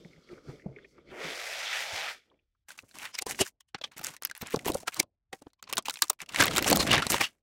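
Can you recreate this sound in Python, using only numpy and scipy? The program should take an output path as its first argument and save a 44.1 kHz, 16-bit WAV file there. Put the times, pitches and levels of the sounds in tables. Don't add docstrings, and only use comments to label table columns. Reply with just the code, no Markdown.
import sys
import numpy as np
from scipy import signal
from scipy.io import wavfile

SR = 44100
rng = np.random.default_rng(int(sys.argv[2]) if len(sys.argv) > 2 else 0)


def generate_wav(sig):
    pcm = np.round(np.clip(np.atleast_2d(sig).T, -1, 1) * 32767).astype(np.int16)
    wavfile.write(sys.argv[1], SR, pcm)


N = 327296

LEAD, SPAN = int(.04 * SR), int(.16 * SR)

# start in seconds, length in seconds, then at the start the rustle in dB,
# sizzle in dB and low flapping in dB, and the change of all three from start to end in dB.
GRIPS = [(2.686, 0.072, -56.5, -58, -69.5, -8.5), (2.777, 0.056, -56, -53.5, -65, -15.5),
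         (2.843, 0.098, -73.5, -67, -75, 0.5), (2.942, 0.09, -50.5, -56.5, -61.5, 3),
         (3.043, 0.068, -39.5, -46.5, -60.5, -14.5), (3.14, 0.069, -54, -60, -72, -8),
         (3.262, 0.069, -45.5, -44.5, -48, -1.5), (3.344, 0.15, -55, -51, -68, -7),
         (3.752, 0.015, -39, -77, -41, -31), (3.811, 0.068, -63, -72, -71, 4),
         (3.916, 0.052, -57, -70, -73, -12), (3.966, 0.07, -48.5, -51, -55, -19),
         (4.032, 0.12, -43, -46, -55.5, -13), (4.218, 0.065, -56, -63, -63, -7),
         (4.294, 0.051, -55, -70, -61, -21), (4.359, 0.045, -49.5, -55, -79, -21),
         (4.413, 0.075, -42.5, -55.5, -53, -7), (4.5, 0.031, -56, -60.5, -70, 14.5),
         (4.535, 0.14, -54.5, -55, -47, -12.5), (4.647, 0.056, -45, -45, -51, 9.5),
         (4.735, 0.096, -48.5, -44, -44, -15.5), (4.874, 0.035, -38, -37.5, -62, -27),
         (4.922, 0.089, -54, -57, -71.5, 8), (5.332, 0.065, -67.5, -62, -72, -11.5),
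         (5.413, 0.09, -77.5, -83, -79, -6), (5.627, 0.091, -68, -82, -65, -7),
         (5.69, 0.089, -51.5, -64, -54.5, -3), (5.852, 0.057, -53, -59, -62.5, -0.5),
         (5.921, 0.096, -61, -50.5, -67, -13), (6.021, 0.025, -37, -37, -55, -15),
         (6.071, 0.064, -67, -65, -76, -3), (6.191, 0.035, -54, -64, -84, 13)]
# time in seconds, rustle in dB, sizzle in dB, low flapping in dB.
SLIDE = [(6.27, -120, -101, -74), (6.288, -49, -61, -64), (6.372, -38.5, -45, -49.5),
         (6.406, -18.5, -32.5, -31.5), (6.506, -42.5, -50, -37.5), (6.59, -30.5, -37.5, -39),
         (6.606, -45, -54, -40.5), (6.692, -32, -29, -33), (6.714, -30.5, -44, -22.5),
         (6.788, -42.5, -45, -33), (6.804, -26, -31, -31.5), (6.852, -41.5, -44.5, -34),
         (6.932, -22, -49, -28), (7.092, -45, -51, -56.5), (7.106, -31, -21, -32),
         (7.14, -30, -35.5, -32.5), (7.192, -40.5, -46.5, -53), (7.214, -20, -28, -36.5),
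         (7.262, -44, -45, -61.5), (7.336, -84.5, -84, -77), (7.42, -101, -108, -96)]


def from_db(db):
    return 10 ** (np.asarray(db) / 20)


def rms_one(x):
    return x / np.sqrt(np.mean(x ** 2) + 1e-20)


def in_time(rows):
    s, *columns = np.transpose(rows)
    t = np.arange(N) / SR
    return [(t >= s[0]) & (t <= s[-1])] + [np.interp(t, s, c) for c in columns]


def drift(rate_hz):
    r = np.exp(-2 * np.pi * rate_hz / SR)
    slow = signal.lfilter([1], [1, -2 * r, r * r], rng.standard_normal(N + SR))
    return rms_one(slow[SR:])


def grains(per_s, spread_db):
    sizes = from_db(spread_db * np.minimum(rng.exponential(1, N), 5)) * rng.choice([-1, 1], N)
    return rms_one(sizes * (rng.random(N) < per_s / SR))


def resonate(x, hz, width_hz):
    r = np.exp(-np.pi * width_hz / SR)
    zeros = np.array([1, 0, -1]) * (1 - r * r) / 2
    poles = [1, -2 * r * np.cos(2 * np.pi * hz / SR), r * r]
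    return signal.lfilter(zeros, poles, x)


def low_pass(x, hz):
    return signal.sosfilt(signal.butter(4, hz, fs=SR, output="sos"), x)


def band_pass(x, order, low_hz, high_hz):
    return signal.sosfilt(signal.butter(order, [low_hz, high_hz], "band", fs=SR, output="sos"), x)


def colour(x, spectrum, patchy_db):
    hz, db = np.transpose(spectrum)
    edges, out = 23 * 2 ** np.arange(0, 10, .5), 0
    for k, (low, high) in enumerate(zip(edges, edges[1:])):
        if hz[0] < high and low < hz[-1]:
            band = band_pass(x, 2, low, high)
            level_db = np.interp(np.log(low * high) / 2, np.log(hz), db)
            gain = from_db(level_db + patchy_db * drift(44.0))
            out = out + (-1) ** k * band * gain
    return rms_one(out)


def add(out, s, sound, swell_s, t60, tail_db, soft_s=0):
    tail_t60_s = 0.031
    t = (np.arange(SPAN) - LEAD) / SR
    away = np.hypot(t, soft_s) - soft_s
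    swell_db = -20 * away / max(swell_s, .0002)
    decay_db = -60 * away / np.clip(t60, .003, .2)
    main = from_db(np.where(t < 0, swell_db, decay_db))
    tail = (t > 0) * from_db(tail_db - 60 * t / tail_t60_s)
    i = round(s * SR) - LEAD
    out[max(i, 0):i + SPAN] += (sound * np.hypot(main, tail))[max(-i, 0):N - i]


def drag():
    # time in seconds, scrape in dB, carton boom in dB, fine hiss in dB.
    course = [(0.0, -63.5, -54, -70), (0.26, -69, -67, -78.5), (0.33, -57, -50, -70.5),
              (0.43, -67.5, -63, -78), (0.5, -56, -42.5, -66.5), (0.62, -71, -61, -74.5),
              (0.65, -73, -52, -82.5), (0.84, -64, -59.5, -83), (0.9, -80, -70, -72), (0.98, -65, -60, -84),
              (1.04, -76.5, -62, -88), (1.11, -54, -48, -79.5), (1.24, -36.5, -42.5, -51),
              (1.37, -39, -48.5, -51), (1.62, -38, -49, -46), (1.67, -37.5, -51, -46),
              (1.75, -32.5, -50, -44), (1.9, -40.5, -48.5, -49.5), (1.97, -35.5, -44.5, -42.5),
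              (2.11, -38, -50, -52), (2.21, -70.5, -83, -80), (2.34, -84, -69.5, -100),
              (2.49, -101, -106, -108), (2.64, -101, -106, -107)]
    # pitch in Hz, width in Hz, level in dB.
    foam_modes = [(1300, 580, -8.5), (2140, 480, 1), (3440, 1060, -6), (4080, 2450, -11)]
    scuff_db = [1.5, 8.5, -3, -8]
    # pitch in Hz, width in Hz, level in dB.
    wall_modes = [(56.2, 41, 5.5), (148, 31, 1.5), (245, 340, 4.5), (412, 360, 9)]
    # frequency in Hz, density in dB per Hz.
    hiss_spectrum = [(2650, -32.5), (4500, 23.5), (6340, 12), (13900, -2), (15900, -15), (16200, -37),
                     (16500, -68)]
    lift_s, opening_s = 1.3, .2
    gap_shut_hz, gap_open_hz = 366, 736

    on, scrape_db, boom_db, hiss_db = in_time(course)
    opened = 1 - np.exp(-np.maximum(np.arange(N) / SR - lift_s, 0) / opening_s)
    gap_hz = gap_shut_hz + (gap_open_hz - gap_shut_hz) * opened
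    grip = from_db(0.5 * drift(41.0))
    slips, shakes, fizz = (grains(7000.0, spread_db=3.0) * grip for part in range(3))

    wander_db = [3.0 * drift(7) for mode in foam_modes]
    brighter_db = np.clip(hiss_db - scrape_db + 14.0, -14, 4)
    broad, sharp = 0, 0
    for k, (hz, width, db) in enumerate(foam_modes):
        broad_gain = from_db(db + 0.36 * wander_db[k] + (hz > 2800) * brighter_db)
        broad = broad + (-1) ** k * broad_gain * resonate(slips, hz, 1.05 * width)
        ring = resonate(resonate(slips, hz, .65 * width), hz, .65 * width)
        sharp = sharp + from_db(scuff_db[k] + 1.5 * wander_db[k]) * ring
    walls = low_pass(sum(from_db(db) * resonate(shakes, hz, w) for hz, w, db in wall_modes), 550)

    gap, pitches = 0, np.geomspace(300, 900, 7)
    for hz in pitches:
        near = np.clip(1 - np.abs(np.log(gap_hz / hz)) / np.log(pitches[1] / pitches[0]), 0, 1)
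        gap = gap + np.sqrt(near) * rms_one(resonate(resonate(shakes, hz, 280.0), hz, 600.0))

    sliding = np.clip((scrape_db + 59.5) / 10.7, .05, .95)
    blur = np.maximum(sliding, .6 * opened)
    foam = np.sqrt(blur) * rms_one(broad) + np.sqrt(1 - blur) * rms_one(sharp)
    boom = np.sqrt(sliding) * gap + np.sqrt(1 - sliding) * rms_one(walls)
    hiss = colour(fizz, hiss_spectrum, patchy_db=0.7)
    return on * (from_db(scrape_db) * foam + from_db(hiss_db) * hiss + from_db(boom_db) * boom)


def room_air():
    # frequency in Hz, density in dB per Hz.
    air_spectrum = [(12, -34), (20, -1), (69, 6.5), (218, -20.5), (346, -23), (481, -39.5), (2000, -38),
                    (2600, -52.5), (4400, -120)]
    return from_db(-84) * colour(rng.standard_normal(N), air_spectrum, patchy_db=3)


def ticks():
    # time in seconds, level in dB, pitch in Hz.
    pops = [(0.0488, -53, 1970), (0.163, -60, 2020), (0.2907, -51, 1980), (0.338, -51, 2160),
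            (0.381, -52, 1330), (0.597, -53, 1950), (0.621, -54.5, 1920), (0.7627, -46, 2080),
            (0.787, -48, 1820), (0.847, -44, 2200), (0.983, -55.5, 1130), (2.301, -67, 3280),
            (2.3156, -59, 870), (2.3414, -72, 2460), (2.392, -65, 2620), (2.5514, -75, 1200)]
    out, noise = np.zeros(N), rng.standard_normal((len(pops), SPAN))
    for (s, db, hz), n in zip(pops, noise):
        ring = resonate(resonate(n, hz, 380.0), hz, 640.0)
        add(out, s, from_db(db) * rms_one(ring), swell_s=.002, t60=.03, tail_db=-31.0)
    return low_pass(out, 4500)


def thuds(events, rough, push, top_hz):
    push_hz = 250
    out, noise = np.zeros(N), rng.standard_normal((len(events), 2, SPAN))
    for (s, db, hz, swell_s, t60), (rattle, air) in zip(events, noise):
        swing = np.sqrt(2) * np.cos(2 * np.pi * hz * (np.arange(SPAN) - LEAD) / SR)
        rattling = rough * rms_one(resonate(rattle, 360, 350.0))
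        shove = push * min(push_hz / hz, 1) * rms_one(resonate(air, 83, 130.0))
        sound = from_db(db) * rms_one(swing + rattling + shove)
        add(out, s, sound, swell_s, t60, tail_db=-18.0, soft_s=0.0015)
    return low_pass(out, top_hz)


def handling():
    attack_s = 0.0026
    release_s = np.array([[0.015], [0.015], [0.089]])
    t = np.arange(N) / SR
    on, *levels_db = in_time(SLIDE)
    out = on * from_db(levels_db)
    for s, length_s, *start_db, change_db in GRIPS:
        near = slice(int((s - .05) * SR), int((s + length_s + .3) * SR))
        since, left = t[near] - s, s + length_s - t[near]
        edge_db = 20 * np.minimum(np.minimum(since / attack_s, left / release_s), 0)
        sway_db = change_db * np.minimum(since / length_s, 1)
        grip = from_db(np.array(start_db)[:, None] + edge_db + sway_db)
        out[:, near] = np.maximum(out[:, near], grip)
    return out


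def rustle(gains):
    # frequency in Hz, density in dB per Hz.
    film_spectrum = [(410, -29.5), (700, -3.5), (1250, -1), (1410, 1.5), (1690, -0.5), (2300, 3),
                     (4630, -12.5), (5500, -14.5), (7150, -41), (12100, -120)]
    sizzle_spectrum = [(2650, -28.5), (4500, 5.5), (6320, 16), (7980, 12), (9480, 9.5), (15200, 3.5),
                       (16100, -15), (17000, -30)]
    flapping_spectrum = [(15, -46), (25, -13), (124, -4.5), (241, -2), (271, 1.5), (413, -14.5), (487, 4),
                         (900, -22), (1170, -36), (1980, -120)]
    crackle = grains(4000, spread_db=3.5) * from_db(3.0 * drift(50) + 2.5 * drift(14))
    film = colour(crackle, film_spectrum, patchy_db=3)
    sizzle = colour(crackle, sizzle_spectrum, patchy_db=2)
    flapping = colour(grains(2000, spread_db=3), flapping_spectrum, patchy_db=2)
    return gains[0] * film + gains[1] * sizzle + gains[2] * flapping


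def snaps(events):
    low, high, count = np.zeros(N), np.zeros(N), len(events)
    clicks = rng.standard_normal((count, SPAN))
    swarm = clicks * from_db(3 * np.minimum(rng.exponential(1, (count, SPAN)), 5))
    chance_hz = 900 * 5 ** rng.random((count, 2))
    bright = band_pass(swarm, 2, 4500, 10500)
    top = band_pass(swarm, 3, 9500, 16200)
    for k, (s, body_db, bright_db, top_db, hz, swell_s, t60) in enumerate(events):
        body = rms_one(resonate(swarm[k], hz, 0.085 * hz))
        body += 0.68 * rms_one(resonate(swarm[k], 2200, 2800.0))
        body += 0.21 * sum(rms_one(resonate(swarm[k], f, 0.015 * f)) for f in chance_hz[k])
        add(low, s, from_db(body_db) * rms_one(body), swell_s, t60, tail_db=-5.5)
        spray = from_db(bright_db) * rms_one(bright[k]) + from_db(top_db) * rms_one(top[k])
        add(high, s, spray, swell_s, 0.55 * t60, tail_db=-26.0)
    return low_pass(low, 6100) + high


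def small_snaps(gains):
    count = 260
    level_db, spread_db, colour_db = -2, 9.5, 10
    top_db = -9
    when, pitch, size, shine = rng.random((count, 4)).T
    s = GRIPS[0][0] + when * (SLIDE[-1][0] - GRIPS[0][0])
    around_db = 20 * np.log10(gains[:2, (s * SR).astype(int)] + 1e-7)
    body_db, bright_db = around_db + level_db + spread_db * size
    bright_db = bright_db + colour_db * (shine - .5)
    rows = zip(s, body_db, bright_db, bright_db + top_db, 900 * 5 ** pitch)
    return [(*row, .001, .004) for row in rows]


def scene():
    # time in seconds, level in dB, wall pitch in Hz, swell in seconds, t60 in seconds.
    bumps = [(0.0528, -42.5, 169, 0.0033, 0.078), (0.1067, -58, 159, 0.017, 0.033),
             (0.1849, -53.5, 160.0, 0.051, 0.065), (0.3312, -42.0, 357, 0.053, 0.037),
             (0.3807, -50.5, 434, 0.0187, 0.067), (0.4917, -35.5, 138, 0.0064, 0.058),
             (0.5397, -67, 188, 0.04, 0.046), (0.6628, -29.5, 188, 0.0049, 0.04),
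             (0.69, -42.5, 136, 0.028, 0.19), (0.7697, -45.5, 418, 0.0034, 0.06),
             (0.85, -53.5, 396, 0.0029, 0.08), (0.9919, -53.0, 355, 0.033, 0.016),
             (1.1291, -43, 377, 0.021, 0.062), (1.25, -42.5, 161, 0.012, 0.14),
             (1.935, -44.5, 92, 0.0092, 0.07), (2.32, -73, 297, 0.011, 0.044)]
    # time in seconds, body in dB, bright part in dB, top in dB,
    # crease pitch in Hz, swell in seconds, t60 of the body in seconds.
    creases = [(2.6937, -54, -60, -59, 1600.0, 0.011, 0.019),
               (2.7051, -39.5, -43.5, -57.0, 1560, 0.00053, 0.013),
               (2.789, -34, -47, -58.0, 2500, 0.0006, 0.0061),
               (2.9121, -49, -59, -69.0, 4100, 0.0015, 0.0073),
               (2.9867, -39, -31.5, -53, 2440, 0.0008, 0.005),
               (3.0288, -39.0, -38, -47, 2110, 0.002, 0.007), (3.1531, -31.5, -43, -62, 5100, 0.016, 0.024),
               (3.19, -25, -27.5, -31, 2360, 0.0084, 0.022),
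               (3.2225, -35, -30.0, -62, 800.0, 0.0075, 0.027),
               (3.266, -35.5, -32.5, -43, 990, 0.0018, 0.063), (3.295, -41, -34.5, -54, 790, 0.0073, 0.13),
               (3.3473, -36, -62, -68.0, 2170, 0.0012, 0.0091),
               (3.3902, -29, -41, -41.0, 1970, 0.0008, 0.075), (3.4144, -22.5, -21, -56, 2850, 0.02, 0.065),
               (3.4666, -38.5, -40, -49, 1630, 0.01, 0.012),
               (3.6075, -53.5, -49.5, -57, 3100, 0.0032, 0.03), (3.688, -73, -72, -95, 3000, 0.0074, 0.07),
               (3.7465, -29.5, -53.0, -79.5, 1480, 0.0015, 0.031),
               (3.788, -50, -64, -80.0, 1500.0, 0.0095, 0.0094),
               (3.8138, -39.5, -71, -62, 3330, 0.0014, 0.039),
               (3.8405, -27.5, -47.5, -68, 3250, 0.0033, 0.048), (3.92, -73, -60, -75, 2300, 0.0032, 0.06),
               (3.9812, -48, -36.5, -31, 870, 0.001, 0.005), (3.994, -38, -45, -41, 1460.0, 0.0028, 0.02),
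               (4.0137, -42, -65, -49, 870, 0.0007, 0.036),
               (4.0409, -35.0, -31.0, -28, 4950.0, 0.0009, 0.013),
               (4.0466, -32, -18.5, -40, 1550, 0.0009, 0.0033),
               (4.0688, -29.5, -24, -36, 1470, 0.0013, 0.0042),
               (4.1656, -49.5, -47, -70, 1990, 0.0013, 0.043),
               (4.2232, -35.5, -40, -31, 1430.0, 0.0012, 0.01),
               (4.2343, -36.5, -32, -50, 2080, 0.0007, 0.0098),
               (4.2509, -20.5, -24, -16.5, 4930, 0.0012, 0.0028),
               (4.2719, -46, -33.5, -54, 1620, 0.001, 0.0076),
               (4.2985, -40, -45.0, -56, 2050, 0.001, 0.021),
               (4.3132, -34, -33.5, -47, 1600, 0.0014, 0.0084),
               (4.3512, -41, -41, -60.0, 2070, 0.00054, 0.014),
               (4.3771, -49, -59, -39, 1480, 0.0011, 0.015),
               (4.421, -40.5, -37.5, -35, 3670, 0.012, 0.0056),
               (4.4715, -55, -30.5, -52, 4780, 0.00083, 0.008),
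               (4.5073, -41, -35, -37, 1640.0, 0.0007, 0.007), (4.543, -32.5, -40, -59, 850, 0.0026, 0.035),
               (4.5608, -35.0, -19, -31, 3430, 0.00045, 0.0031),
               (4.592, -37, -42, -71.0, 2130, 0.0013, 0.017),
               (4.6093, -57, -49, -61.0, 800.0, 0.0007, 0.006),
               (4.6588, -40, -26, -43, 1850.0, 0.0011, 0.0054),
               (4.6837, -29.5, -51, -31.0, 950, 0.016, 0.021), (4.701, -43, -35, -32, 820, 0.0016, 0.006),
               (4.7194, -35, -27.5, -57.0, 3860, 0.00073, 0.0064),
               (4.747, -35, -23.5, -40, 880.0, 0.0042, 0.0039), (4.771, -42, -35, -58, 820, 0.0007, 0.0064),
               (4.804, -52, -47, -70, 960, 0.0066, 0.048), (4.8829, -21.5, -29.5, -39, 1484, 0.0095, 0.004),
               (4.9447, -51, -28, -35, 2630.0, 0.0018, 0.0049),
               (4.9666, -38.5, -41, -51, 1070, 0.001, 0.11), (5.0013, -20, -11.5, -23, 2210, 0.0057, 0.014),
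               (5.0298, -43.5, -41.5, -56, 1041, 0.0044, 0.02),
               (5.33, -35.0, -41, -53, 1920, 0.0026, 0.035), (5.4228, -58, -53.5, -64, 985, 0.0062, 0.026),
               (5.4685, -54.5, -85, -96, 1510.0, 0.0016, 0.011), (5.503, -70, -78, -96, 3900, 0.001, 0.01),
               (5.5333, -58, -56, -73.5, 4130, 0.00073, 0.007),
               (5.596, -68, -90, -100, 1050, 0.0092, 0.037), (5.6274, -40, -36, -43, 1340, 0.0011, 0.011),
               (5.64, -45, -58, -73.0, 4540, 0.001, 0.011), (5.676, -45, -75, -88, 1130, 0.0054, 0.03),
               (5.7005, -36.5, -42, -52, 1060, 0.0089, 0.014), (5.728, -24, -21, -26, 1077, 0.0014, 0.0077),
               (5.7349, -25.0, -25, -46.0, 2560, 0.00088, 0.005),
               (5.7575, -54, -50, -41, 1000.0, 0.0065, 0.0096),
               (5.7701, -23, -30, -54.0, 3480.0, 0.00082, 0.02),
               (5.7803, -22, -20.5, -28.5, 1140, 0.0015, 0.044),
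               (5.8252, -55, -42, -72.0, 4900, 0.0009, 0.005),
               (5.856, -35.5, -36, -42, 2530, 0.0015, 0.087),
               (5.8842, -19.5, -26.5, -37, 933, 0.0015, 0.011),
               (5.8973, -21, -23, -29, 3880, 0.0008, 0.012), (5.9073, -32.5, -31, -40, 1410, 0.001, 0.021),
               (5.9407, -38, -29.5, -44.0, 3420, 0.0013, 0.0056),
               (5.9579, -35, -50.0, -67.0, 3930.0, 0.0008, 0.005),
               (5.9715, -37.5, -41, -58.0, 2500, 0.00076, 0.012),
               (5.9902, -42, -41, -60.0, 2410.0, 0.001, 0.009), (6.0223, -9, -3, -6, 3940, 0.00088, 0.0017),
               (6.0429, -35.0, -35, -52.0, 1180.0, 0.015, 0.008),
               (6.0832, -50.0, -35, -73.0, 4440, 0.0011, 0.004),
               (6.1004, -21.5, -11, -16, 1044, 0.0021, 0.02), (6.1313, -49, -52, -46, 1130, 0.0011, 0.029),
               (6.2041, -35.0, -42, -49, 2210.0, 0.0011, 0.0087),
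               (6.2177, -36.0, -29.5, -56, 1920, 0.00085, 0.006),
               (6.2619, -48, -47, -88.0, 2700, 0.00096, 0.0093),
               (6.2922, -38, -40.5, -51, 2820, 0.0034, 0.025),
               (6.3464, -24, -31, -51.0, 2115, 0.00065, 0.011),
               (6.3608, -20, -27, -42, 2200, 0.0013, 0.0056),
               (6.3884, -32, -37, -41.0, 2210.0, 0.00064, 0.007),
               (6.4035, -18, -18, -34, 1560, 0.0012, 0.037), (6.4121, -17, -23, -34, 1970, 0.016, 0.008),
               (6.4243, -9.5, -26, -20, 1500, 0.0019, 0.0056),
               (6.4382, -29, -15.5, -32, 2260, 0.002, 0.006), (6.457, -26, -26, -15.5, 1430, 0.0007, 0.005),
               (6.4682, -25.5, -23, -43.0, 2790, 0.0012, 0.007),
               (6.4813, -19.5, -26, -40.0, 2150, 0.0017, 0.012),
               (6.5124, -28.5, -36, -47.0, 1316, 0.0091, 0.007),
               (6.5632, -23, -18, -14.5, 3350.0, 0.00083, 0.0038),
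               (6.5709, -23, -20.5, -29, 3730, 0.003, 0.012),
               (6.5816, -21, -13.5, -32, 1430, 0.00056, 0.011),
               (6.6257, -24.5, -25.5, -23, 1980, 0.0026, 0.0053),
               (6.6447, -21, -23, -43, 2910.0, 0.0011, 0.0046),
               (6.6712, -20.5, -35.0, -34.0, 2460.0, 0.0019, 0.0096),
               (6.6793, -37, -15, -40, 2400.0, 0.0015, 0.0034),
               (6.6856, -25.5, -21, -34, 1630.0, 0.0007, 0.028),
               (6.7014, -22, -29, -15.5, 3600, 0.0009, 0.012),
               (6.7138, -36, -19, -34, 2240.0, 0.0053, 0.012),
               (6.7287, -11.5, -11, -18, 790, 0.00057, 0.0098),
               (6.7624, -23.5, -21, -20, 3440, 0.0089, 0.0088),
               (6.7722, -25, -12, -32, 1080, 0.00056, 0.007), (6.8049, -20, -29, -46, 4160, 0.017, 0.077),
               (6.8748, -23, -30.5, -50.0, 2090.0, 0.0023, 0.008),
               (6.8944, -21, -38, -51.0, 2650, 0.0009, 0.0042),
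               (6.9181, -18.5, -27.0, -35.0, 2900, 0.017, 0.018),
               (6.9309, -13.5, -16.5, -47, 1410, 0.00079, 0.0097),
               (6.9408, -27, -29.0, -40, 1420, 0.004, 0.038),
               (6.9566, -25, -22, -50, 2270, 0.00098, 0.0061),
               (6.9808, -17.5, -28, -48, 1800.0, 0.0028, 0.0062),
               (7.0217, -23, -37, -65.0, 1430, 0.0014, 0.069),
               (7.0676, -22, -18.5, -48, 4000, 0.0012, 0.0049),
               (7.1061, -33, -25, -31, 1312, 0.0007, 0.014), (7.1203, -25, -19, -14, 2810.0, 0.001, 0.005),
               (7.1309, -24.0, -34, -36, 3900, 0.0007, 0.021),
               (7.1437, -17, -32, -34, 965, 0.00067, 0.0099),
               (7.2114, -18, -31, -35.0, 2150, 0.0077, 0.025), (7.242, -26.5, -38, -48, 2840, 0.027, 0.09)]
    # time in seconds, level in dB, pitch in Hz, swell in seconds, t60 in seconds.
    flaps = [(2.8385, -51, 98, 0.013, 0.038), (3.1516, -55, 837, 0.0077, 0.023),
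             (3.2251, -39.5, 774, 0.014, 0.015), (3.267, -36, 462, 0.0038, 0.03),
             (3.4127, -21, 380.0, 0.014, 0.051), (3.7488, -34, 785, 0.0032, 0.017),
             (3.8159, -42.5, 630, 0.0039, 0.017), (3.8438, -45, 840, 0.0041, 0.035),
             (3.998, -45, 158, 0.004, 0.044), (4.0128, -52, 320.0, 0.0012, 0.03),
             (4.0802, -46.0, 523, 0.0087, 0.024), (4.103, -54, 158.4, 0.026, 0.061),
             (4.426, -34, 218, 0.0022, 0.049), (4.5448, -16.5, 435, 0.0038, 0.016),
             (4.57, -31.5, 156, 0.022, 0.027), (4.6649, -25, 406, 0.0032, 0.024),
             (4.681, -25, 760, 0.0019, 0.011), (4.7026, -23, 312, 0.014, 0.0079),
             (4.7549, -23, 544, 0.008, 0.014), (4.833, -43.5, 654, 0.0055, 0.011),
             (4.88, -34.5, 730, 0.006, 0.033), (5.0055, -29, 325, 0.02, 0.016),
             (5.039, -50.5, 108, 0.013, 0.035), (5.3328, -36.5, 775, 0.0055, 0.054),
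             (5.4217, -44.5, 293, 0.0045, 0.025), (5.4691, -44, 290.0, 0.0053, 0.028),
             (5.7303, -43, 563, 0.013, 0.011), (5.7873, -35.0, 640, 0.0043, 0.027),
             (5.8885, -37, 845, 0.0062, 0.032), (6.0328, -47, 318, 0.0076, 0.06),
             (6.1024, -39, 600, 0.0036, 0.047), (6.225, -48.5, 169, 0.0061, 0.066),
             (6.4051, -17.5, 293, 0.0072, 0.02), (6.5854, -28, 363, 0.018, 0.013),
             (6.62, -26.5, 322, 0.004, 0.04), (6.6639, -22.5, 770, 0.0043, 0.0082),
             (6.7176, -16, 284, 0.0035, 0.05), (6.7953, -32, 294, 0.0055, 0.039),
             (6.884, -37, 233, 0.0034, 0.1), (6.9407, -17.5, 197, 0.0028, 0.019),
             (6.981, -26.5, 146, 0.021, 0.074), (7.0688, -32.5, 218, 0.012, 0.019),
             (7.1446, -32.5, 560, 0.0069, 0.072), (7.2131, -27, 790.0, 0.0146, 0.042)]
    carton = drag() + ticks() + thuds(bumps, rough=0.52, push=0.35, top_hz=694)
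    hands = handling()
    bag = rustle(hands) + snaps(creases) + snaps(small_snaps(hands))
    folds = thuds(flaps, rough=0.95, push=0.68, top_hz=1280)
    return (carton + bag + folds + room_air())[None]


def record(dry):
    rounded = np.tanh(dry)
    cut = signal.cheby2(12, 70, 17150, fs=SR, output="sos")
    return signal.sosfilt(cut, rounded)


dry = scene()
out = record(dry)
generate_wav(out)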